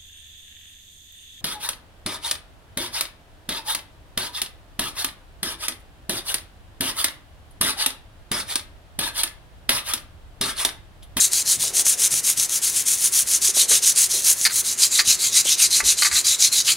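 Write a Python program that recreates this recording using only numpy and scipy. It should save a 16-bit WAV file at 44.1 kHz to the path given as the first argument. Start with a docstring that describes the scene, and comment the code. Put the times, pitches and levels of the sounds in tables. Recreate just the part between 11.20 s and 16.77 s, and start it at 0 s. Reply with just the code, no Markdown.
"""A toothbrush scrubs the dusty cover of a transformer on a metal chassis, seven or eight strokes a second, up close.
At each turn the bristles bend, flick free and slip: dense tiny clicks, filtered directly and through the cover's ring.
Lone bristles tick and tufts sing (short bursts of noise); the plastic head chatters on the metal (ringing sines
and noise). The chassis thuds dully, and a small workroom hums faintly behind (filtered noise and sines)."""
import sys
import numpy as np
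from scipy import signal
from scipy.fft import rfft, irfft, next_fast_len
from scipy.io import wavfile

SR = 44100
rng = np.random.default_rng(int(sys.argv[2]) if len(sys.argv) > 2 else 0)


def wrap_up_sound(samples):
    """Save the sound to the file named by the first command line argument, as 16-bit audio."""
    columns = np.atleast_2d(samples).T
    # keep every value between -1 and 1, then stretch to whole-number steps
    tamed = np.clip(columns, -1, 1)
    steps = np.round(tamed * 32767).astype(np.int16)
    wavfile.write(sys.argv[1], SR, steps)


N = 245584  # length in samples

# The colour of slipping bristles. Each row: frequency in Hz, level in dB.
BRISTLE_COLOUR = [(150, -23.5), (450, -27.5), (850, -23.5), (1500, -16.5), (2800, -10.5), (4900, -7.5),
                  (6400, 1.5), (7200, -0.5), (7700, -1.5), (9300, 0.5), (10400, -3), (12000, -8.5),
                  (16000, -26)]


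def undb(db):
    """Turn decibels into gain."""
    return 10 ** (np.asarray(db) / 20)


def unit(x):
    """Scale a sound to an average (rms) level of 1."""
    return x / np.sqrt(np.mean(x ** 2))


def colour(x, points):
    """Filter a sound by an outline of (Hz, dB) points."""
    hz, db = np.transpose(points)
    size = next_fast_len(len(x), real=True)
    f = np.maximum(np.fft.rfftfreq(size, 1 / SR), 1)
    gain = undb(np.interp(np.log(f), np.log(hz), db))
    return irfft(rfft(x, size) * gain, size)[:len(x)]


def resonate(x, hz, width):
    """Pass a sound through one resonance, with gain 1 at its centre."""
    return signal.lfilter(*signal.iirpeak(hz, hz / width, fs=SR), x)


def walk(rate):
    """Wander smoothly at random, through this many points a second, with rms 1."""
    knots = np.clip(rng.standard_normal(N // 50), -2, 2)
    return unit(np.interp(np.arange(N) / SR * rate, np.arange(len(knots)), knots))


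def follow(t, points):
    """Read a slowly moving setting from its (seconds, value) points."""
    return np.interp(t, *np.transpose(points))


def slips(rate, spread_db):
    """Tiny clicks of uneven size, so many a second; the rate may move, and the mean power is 1."""
    share = np.clip(rate / SR, 1e-4, 1)
    size = undb(spread_db * np.clip(rng.standard_normal(N), -3, 3))
    clicks = (rng.random(N) < share) * size * rng.choice([-1, 1], N)
    # sparser clicks are made larger to keep the level even
    return unit(clicks / np.sqrt(share))


def add(track, s, sound):
    """Mix a sound into a track at a time in seconds."""
    i = int(s * SR)
    track[i:i + len(sound)] += sound[:N - i]


def motion(t, flick_s=0.013, stop_s=0.0098, bend_s=0.013, loop_s=0.05):
    """Friction strength and speed of the brush, whose slanted tufts dig in one way and glide back."""
    # Push and pull strokes in turn. 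Each row: turn in seconds, sliding level in dB,
    # place of top speed within the stroke from 0 to 1.
    stroke_rows = [(-.035, -17, 0.46), (.101, -20.5, 0.62), (0.239, -17.5, 0.5), (.38, -22, 0.4),
                   (0.517, -16.5, 0.66), (0.638, -17.5, 0.47), (.762, -15, 0.63), (0.895, -19, 0.63),
                   (1.017, -17, 0.54), (1.155, -18.5, 0.52), (1.274, -19.5, 0.66), (1.408, -19.5, 0.4),
                   (1.523, -19, .45), (1.647, -18.5, 0.4), (1.777, -17, 0.53), (1.908, -16.5, 0.54),
                   (2.046, -17, 0.61), (2.202, -15.5, 0.43), (2.326, -14.5, 0.48), (2.471, -13.5, 0.49),
                   (2.607, -15.5, 0.5), (2.741, -14.5, 0.44), (2.884, -19, 0.45), (3.022, -13.5, 0.54),
                   (3.152, -21.5, 0.9), (3.287, -21, 0.7), (3.429, -22, 0.44), (3.565, -16.5, 0.49),
                   (3.697, -18.5, 0.5), (3.838, -17, 0.49), (3.974, -21.5, 0.54), (4.105, -16, 0.62),
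                   (4.233, -18.5, 0.58), (4.364, -15, 0.56), (4.492, -17, 0.52), (4.627, -15.5, 0.53),
                   (4.759, -19, 0.64), (4.901, -18.5, 0.49), (5.032, -19.5, 0.43), (5.174, -17.5, 0.51),
                   (5.305, -19.5, .62), (5.432, -18.5, 0.55), (5.554, -17.5, 0.5)]
    # Slant of the tufts, which flips as the hand swings round. Each row: time in seconds,
    # slant (no unit; +1 means pulls dig in and pushes glide, -1 the reverse).
    slant_rows = [(0, 0.83), (.9, 1), (2.3, 0.57), (2.9, -0.59), (4, -0.29), (5.5, -1.03)]
    # Turns where the brush swings round without stopping. Each row: time in seconds, rustle level in dB.
    loop_rows = [(1.524, -28.5), (1.779, -27.5), (3.023, -29.5), (4.103, -36)]
    glide_swell, dig_swell = 1.59, 0.8  # friction grows as this power of speed
    glide_flick_db, dig_flick_db = -34, -4  # against the sliding level
    turn_rustle_db = -42.5  # tufts still stirring at a turn

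    turn, slide_db, crest = np.transpose(stroke_rows)
    gaps = np.diff(turn)
    k = np.clip(np.searchsorted(turn, t) - 1, 0, len(turn) - 1)  # which stroke
    length = np.append(gaps, np.mean(gaps))[k]
    age = t - turn[k]
    slant = follow(turn[k], slant_rows)
    dig = np.clip((1 - (-1) ** k * slant) / 2, 0, 1)  # 0 glides, 1 digs in

    def blend(gliding, digging):
        """Move between the gliding and the digging value."""
        return gliding + dig * (digging - gliding)

    place = np.clip(age / length, 0, 1)
    top = np.clip(crest[k], .1, .9)
    rise_and_fall = np.where(place < top, place / top, (1 - place) / (1 - top))
    speed = np.abs(np.sin(np.pi / 2 * rise_and_fall))
    # nothing slides while the tufts bend over at either end
    sliding = 1 - np.exp(-(np.minimum(age, length - age) / stop_s) ** 2)
    slide = speed ** blend(glide_swell, dig_swell) * sliding
    # then they let go together
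    free = np.maximum(age - bend_s, 0) / flick_s
    flick = undb(blend(glide_flick_db, dig_flick_db)) * free * np.exp(1 - free)
    rustle = undb(turn_rustle_db)
    for s, db in loop_rows:
        rustle = rustle + undb(db) * np.exp(-np.abs(t - s) / loop_s)
    strength = np.hypot(undb(slide_db[k]) * np.hypot(slide, flick), rustle)
    return strength, speed


def bristle_slips(rate):
    """Bristles catch and slip in a crackle, while tufts of different free length each favour a pitch."""
    crackle = slips(rate, spread_db=5.0) + undb(-9.0) * slips(rate=220, spread_db=7.0)
    tufts = np.zeros(N)
    for hz in np.geomspace(3300, 13500, 16):
        # tufts take turns, so the colour shifts inside a stroke
        turns = undb(3.5 * walk(40))
        tufts += turns * resonate(slips(rate / 5, spread_db=3), hz, hz / 14)
    return unit(colour(crackle + undb(-2.5) * unit(tufts), BRISTLE_COLOUR))


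def tip_fizz(rate):
    """The finest slips, at the very tips of the bristles, make a high fizz."""
    # Colour of the fizz. Each row: frequency in Hz, level in dB.
    tip_colour = [(3000, -43), (7000, -25), (9500, 7.5), (11000, 2), (12500, -3), (15500, -5)]
    return unit(colour(slips(rate, spread_db=9), tip_colour))


def cover_ring(t, rate):
    """The slipping bristles push the cover and chassis, which ring at their own resonances."""
    # Resonances under the bristles. Each row: frequency in Hz, width in Hz, level in dB.
    cover_rows = [(1146, 15, -21), (1640, 68, -24), (2027, 96, -13), (2600, 580, -11), (3106, 81, -6),
                  (3410, 260, -8.5), (3866, 143, 2), (4177, 127, 0.5), (4415, 65, 1.5), (4614, 400, 0),
                  (6070, 1560, -2.5), (7230, 990, -1)]
    # Tilt of the ring about 4 kHz, levelling off below 2.6 kHz.
    # Each row: time in seconds, tilt in dB per octave downwards.
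    tilt_rows = [(0, -13), (.9, 15), (2, 3), (3.5, -5.5), (4.2, -1), (5.5, -1.5)]
    push = slips(rate, spread_db=7)
    tilt = follow(t, tilt_rows)
    ring = np.zeros(N)
    for k, (hz, width, db) in enumerate(cover_rows):
        # each resonance is fed more or less as the brush travels over the cover
        feed_db = db + 3.4 * walk(22) + tilt * np.log2(4000 / max(hz, 2600))
        # neighbours ring with opposite sign
        ring += undb(feed_db) * resonate(push, hz, width) * (-1) ** k
    return colour(unit(ring), [(300, -14), (1100, 5.0), (2000, 1.0), (7000, 0), (12000, 2)])


def brush(t):
    """Bristle slips, denser with speed, heard directly and through the cover."""
    # The cover answers more towards its rim than its middle. Each row: time in seconds, ring level in dB.
    ring_rows = [(0, -7.5), (.45, -6.5), (.8, -21), (1.5, -16), (2, -17), (2.4, -8.5), (2.8, -6),
                 (3.1, -13), (3.6, -4), (4, 0.5), (4.8, -1.5), (5.5, 2)]
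    # Level of the fizz at the bristle tips. Each row: time in seconds, level in dB.
    fizz_rows = [(0, -8.5), (.5, -8), (1.1, -10), (1.6, -7), (2, -6), (2.35, -17), (2.8, -10), (3.4, -3),
                 (3.68, -28), (3.9, -8.5), (4.4, -16), (4.75, -30), (5, -11), (5.5, -10)]
    strength, speed = motion(t)
    grip = strength * undb(1.06 * walk(130))  # tufts catch and release
    rate = 2000 + 12000 * speed  # slips a second
    ring = undb(follow(t, ring_rows)) * cover_ring(t, rate)
    fizz = undb(follow(t, fizz_rows)) * tip_fizz(rate)
    return grip * (bristle_slips(rate) + ring + fizz)


def workroom(t):
    """Steady ventilation is filtered noise, and mains hum is a few plain tones."""
    # Colour of the room and its ventilation. Each row: frequency in Hz, level in dB.
    air_colour = [(20, -27), (35, -8), (55, 1), (90, -3.5), (140, -3), (210, -4.5), (420, -3), (800, -8),
                  (2000, -3.5), (6000, -10.5), (16000, -48)]
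    # Mains hum. Each row: frequency in Hz, level in dB.
    hum_rows = [(118.4, -62), (360.7, -63.5)]
    out = undb(-42.5) * unit(colour(rng.standard_normal(N), air_colour))
    for hz, db in hum_rows:
        out += undb(db) * np.sqrt(2) * np.sin(2 * np.pi * hz * t)
    return out


def reflections(x, t60, gap_s=0.0014):
    """Dense early echoes of the bench and walls: fading noise with the energy of the direct sound."""
    t = np.arange(SR // 3) / SR
    tail = rng.standard_normal(len(t)) * undb(-60 * t / t60) * (t > gap_s)
    return signal.fftconvolve(x, tail / np.linalg.norm(tail))[:N]


def snaps(decay_s=0.0012):
    """Lone stiff bristles snap free with sharp ticks: very short bursts of noise."""
    # Sharp ticks, most of them strong and one faint. Each row: time in seconds, level in dB.
    snap_rows = [(.133, -6.5), (.143, -14), (.278, -10), (.428, -9), (.595, -11), (.667, -8.5), (0.94, -10),
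                 (1.1, -8), (1.198, -5), (1.218, -27), (1.295, -13), (3.719, -13)]
    out, t = np.zeros(N), np.arange(SR // 50) / SR
    for s, db in snap_rows:
        noise = unit(colour(rng.standard_normal(len(t)), BRISTLE_COLOUR))
        add(out, s, undb(db) * noise * np.exp(-t / decay_s))
    return out


def bumps():
    """The chassis rocks and shifts on the bench with hollow thuds: fading noise around a low pitch."""
    # Dull bumps. Each row: start in seconds, level in dB, pitch in Hz, decay in seconds.
    bump_rows = [(.361, -41.5, 126, .075), (.433, -34, 594, .02), (.45, -45, 467, 0.44),
                 (.92, -41, 133, 0.047), (1.17, -42, 123, 0.04), (2.289, -34, 438, 0.0086),
                 (2.369, -29.5, 448, 0.0076), (2.4, -43.5, 470, .12), (2.5, -34, 450, 0.043),
                 (2.935, -38.5, 427, 0.048), (3.869, -35, 105, 0.029), (4.255, -31, 440, 0.0086),
                 (4.624, -35, 50, 0.039), (4.63, -37.5, 340, 0.023), (4.91, -40, 54.8, .05)]
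    out, t = np.zeros(N), np.arange(SR // 2) / SR
    for s, db, hz, decay in bump_rows:
        noise = rng.standard_normal(SR)
        # keep the end, where the resonances have settled
        body = unit(resonate(resonate(noise, hz, 0.69 * hz), hz, hz))[-len(t):]
        onset = 1 - np.exp(-t / (0.073 * decay))
        add(out, s, undb(db) * body * np.exp(-t / decay) * onset)
    return out


def rasps(rasp_s=0.069):
    """A few tufts catch on a ridge, fall into step and sing briefly around one pitch."""
    # Singing tufts. Each row: start in seconds, pitch in Hz, width in Hz, level in dB.
    rasp_rows = [(1.435, 4660, 700, -30), (2.373, 4030, 900, -20.5), (2.772, 6440, 160, -22),
                 (4.245, 3200, 900, -24), (4.511, 4035, 599, -20.5), (4.937, 4020, 450, -18),
                 (5.459, 3140, 985, -18.5)]
    out, size = np.zeros(N), int(rasp_s * SR)
    for s, hz, width, db in rasp_rows:
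        noise = rng.standard_normal(SR // 2)
        tone = unit(resonate(resonate(noise, hz, width), hz, width))
        add(out, s, undb(db) * tone[-size:] * np.hanning(size))
    return out


def knock_blow(t, hard_db, modes):
    """One blow: the struck parts ring, the handle raps dully and the contact cracks."""
    hz, mode_db, t60 = modes
    size, detune, phase = rng.standard_normal((3, len(hz), 1))  # a slightly different spot each time
    # a harder blow feeds the high modes more
    gain = undb(mode_db + hard_db * (hz > 3000) + 1.16 * size - 60 * t / t60)
    pitch = hz * (1 + .015 * detune)
    ring = unit(np.sum(gain * np.sin(2 * np.pi * (pitch * t + phase)), axis=0))
    contact = rng.standard_normal(len(t)) * np.exp(-t / 0.0039)
    crack = unit(resonate(contact, 5000, 3000))
    # the handle's dull rap
    clack = unit(colour(contact, [(800, -32), (1300, 1.0), (2300, 5.5), (3200, -19)]))
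    return ring + undb(-6) * clack + undb(-13 + hard_db) * crack


def knocks(chatter_hz=330):
    """The hard head skips over the metal in a short run of blows, each on a slightly different spot."""
    # Brush head against the metal. Each row: start in seconds, level in dB,
    # chatter length in seconds, hardness in dB.
    knock_rows = [(2.515, -26.5, 0.0096, -10), (3.252, -14.5, 0.023, 9), (3.298, -30, 0.021, -3),
                  (3.787, -21, 0.0085, 5), (3.7921, -14, 0.018, 5), (4.603, -18, 0.0024, -16),
                  (4.822, -15, 0.0096, -1.5), (4.848, -19, 0.0237, -3.5), (4.914, -25.5, 0.02, -4),
                  (4.956, -25, 0.025, 9), (5.48, -25.5, 0.018, 5)]
    # What a knock rings. Each row: frequency in Hz, level in dB, time to fade by 60 dB in seconds.
    mode_rows = [(900, -13, 0.12), (1188, -5.5, 0.2), (1356, -18, 0.13), (1514, 1, 0.028), (1700, 0, 0.023),
                 (1963, -2, 0.074), (2108, 0.5, 0.21), (2540, -3.5, 0.074), (2740, -13, 0.12),
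                 (3730, 3.5, 0.023), (4040, 7, 0.025), (4250, 10, 0.039), (4340, -9, 0.038),
                 (4660, 13, 0.045), (4980, 1, 0.075), (5720, -17, .02)]
    out, t = np.zeros(N), np.arange(SR // 5) / SR
    hz, mode_db, t60 = np.transpose(mode_rows)[:, :, None]
    # the pressing hand damps every mode within 140 cycles
    t60 = np.minimum(t60, 140 / hz)
    for s, db, length, hard_db in knock_rows:
        run = np.zeros(len(t))
        for k in range(int(length * chatter_hz) + 1):
            when = (k + rng.uniform(0, 0.96) * (k > 0)) / chatter_hz
            blow = knock_blow(t, hard_db, (hz, mode_db, t60))
            # the first blow is the hardest
            force = (1.6 if k == 0 else 1) * np.exp(-.5 * when / length)
            i = int(when * SR)
            run[i:] += force * blow[:len(t) - i]
        loudness = np.std(run[:int((length + .004) * SR)])
        add(out, s, undb(db) * run / loudness)
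    # so small a head radiates no bass
    return signal.sosfilt(signal.butter(2, 550, "high", fs=SR, output="sos"), out)


def scene():
    """The scrubbing sits near the middle, its treble a little to the left; near reflections widen it."""
    # Colour of the stereo width, thin around 3 kHz, against the direct sound.
    # Each row: frequency in Hz, level in dB.
    width_colour = [(40, -48), (125, -19), (500, -9), (1200, -11), (2400, -25), (3300, -34.5),
                    (4300, -18.5), (8000, -20), (10000, -13.5), (12500, -38)]
    # The treble leans left, in the end less as the hand moves down. Each row: time in seconds, lean in dB.
    lean_rows = [(0, 2.5), (1.7, 5.5), (2.3, -5), (5.5, -7.5)]
    t = np.arange(N) / SR
    direct = brush(t) + workroom(t) + snaps() + bumps() + rasps() + knocks()
    mid = direct + undb(-15.5) * reflections(direct, t60=0.3)
    treble = colour(direct, [(100, -48), (3000, -60), (4500, -34), (8000, -17.5), (12500, -37)])
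    lean = treble * undb(follow(t, lean_rows))
    side = colour(reflections(direct, t60=0.24), width_colour) + lean
    return np.array([mid + side, mid - side])  # left, right


def record(dry):
    """The recorder rounds the highest peaks and cuts the top above 15750 Hz."""
    rounded = dry / (1 + (dry / .9) ** 6) ** (1 / 6)
    return signal.sosfilt(signal.ellip(12, .1, 80, 15750, fs=SR, output="sos"), rounded)


dry = scene()
out = record(dry)
wrap_up_sound(out)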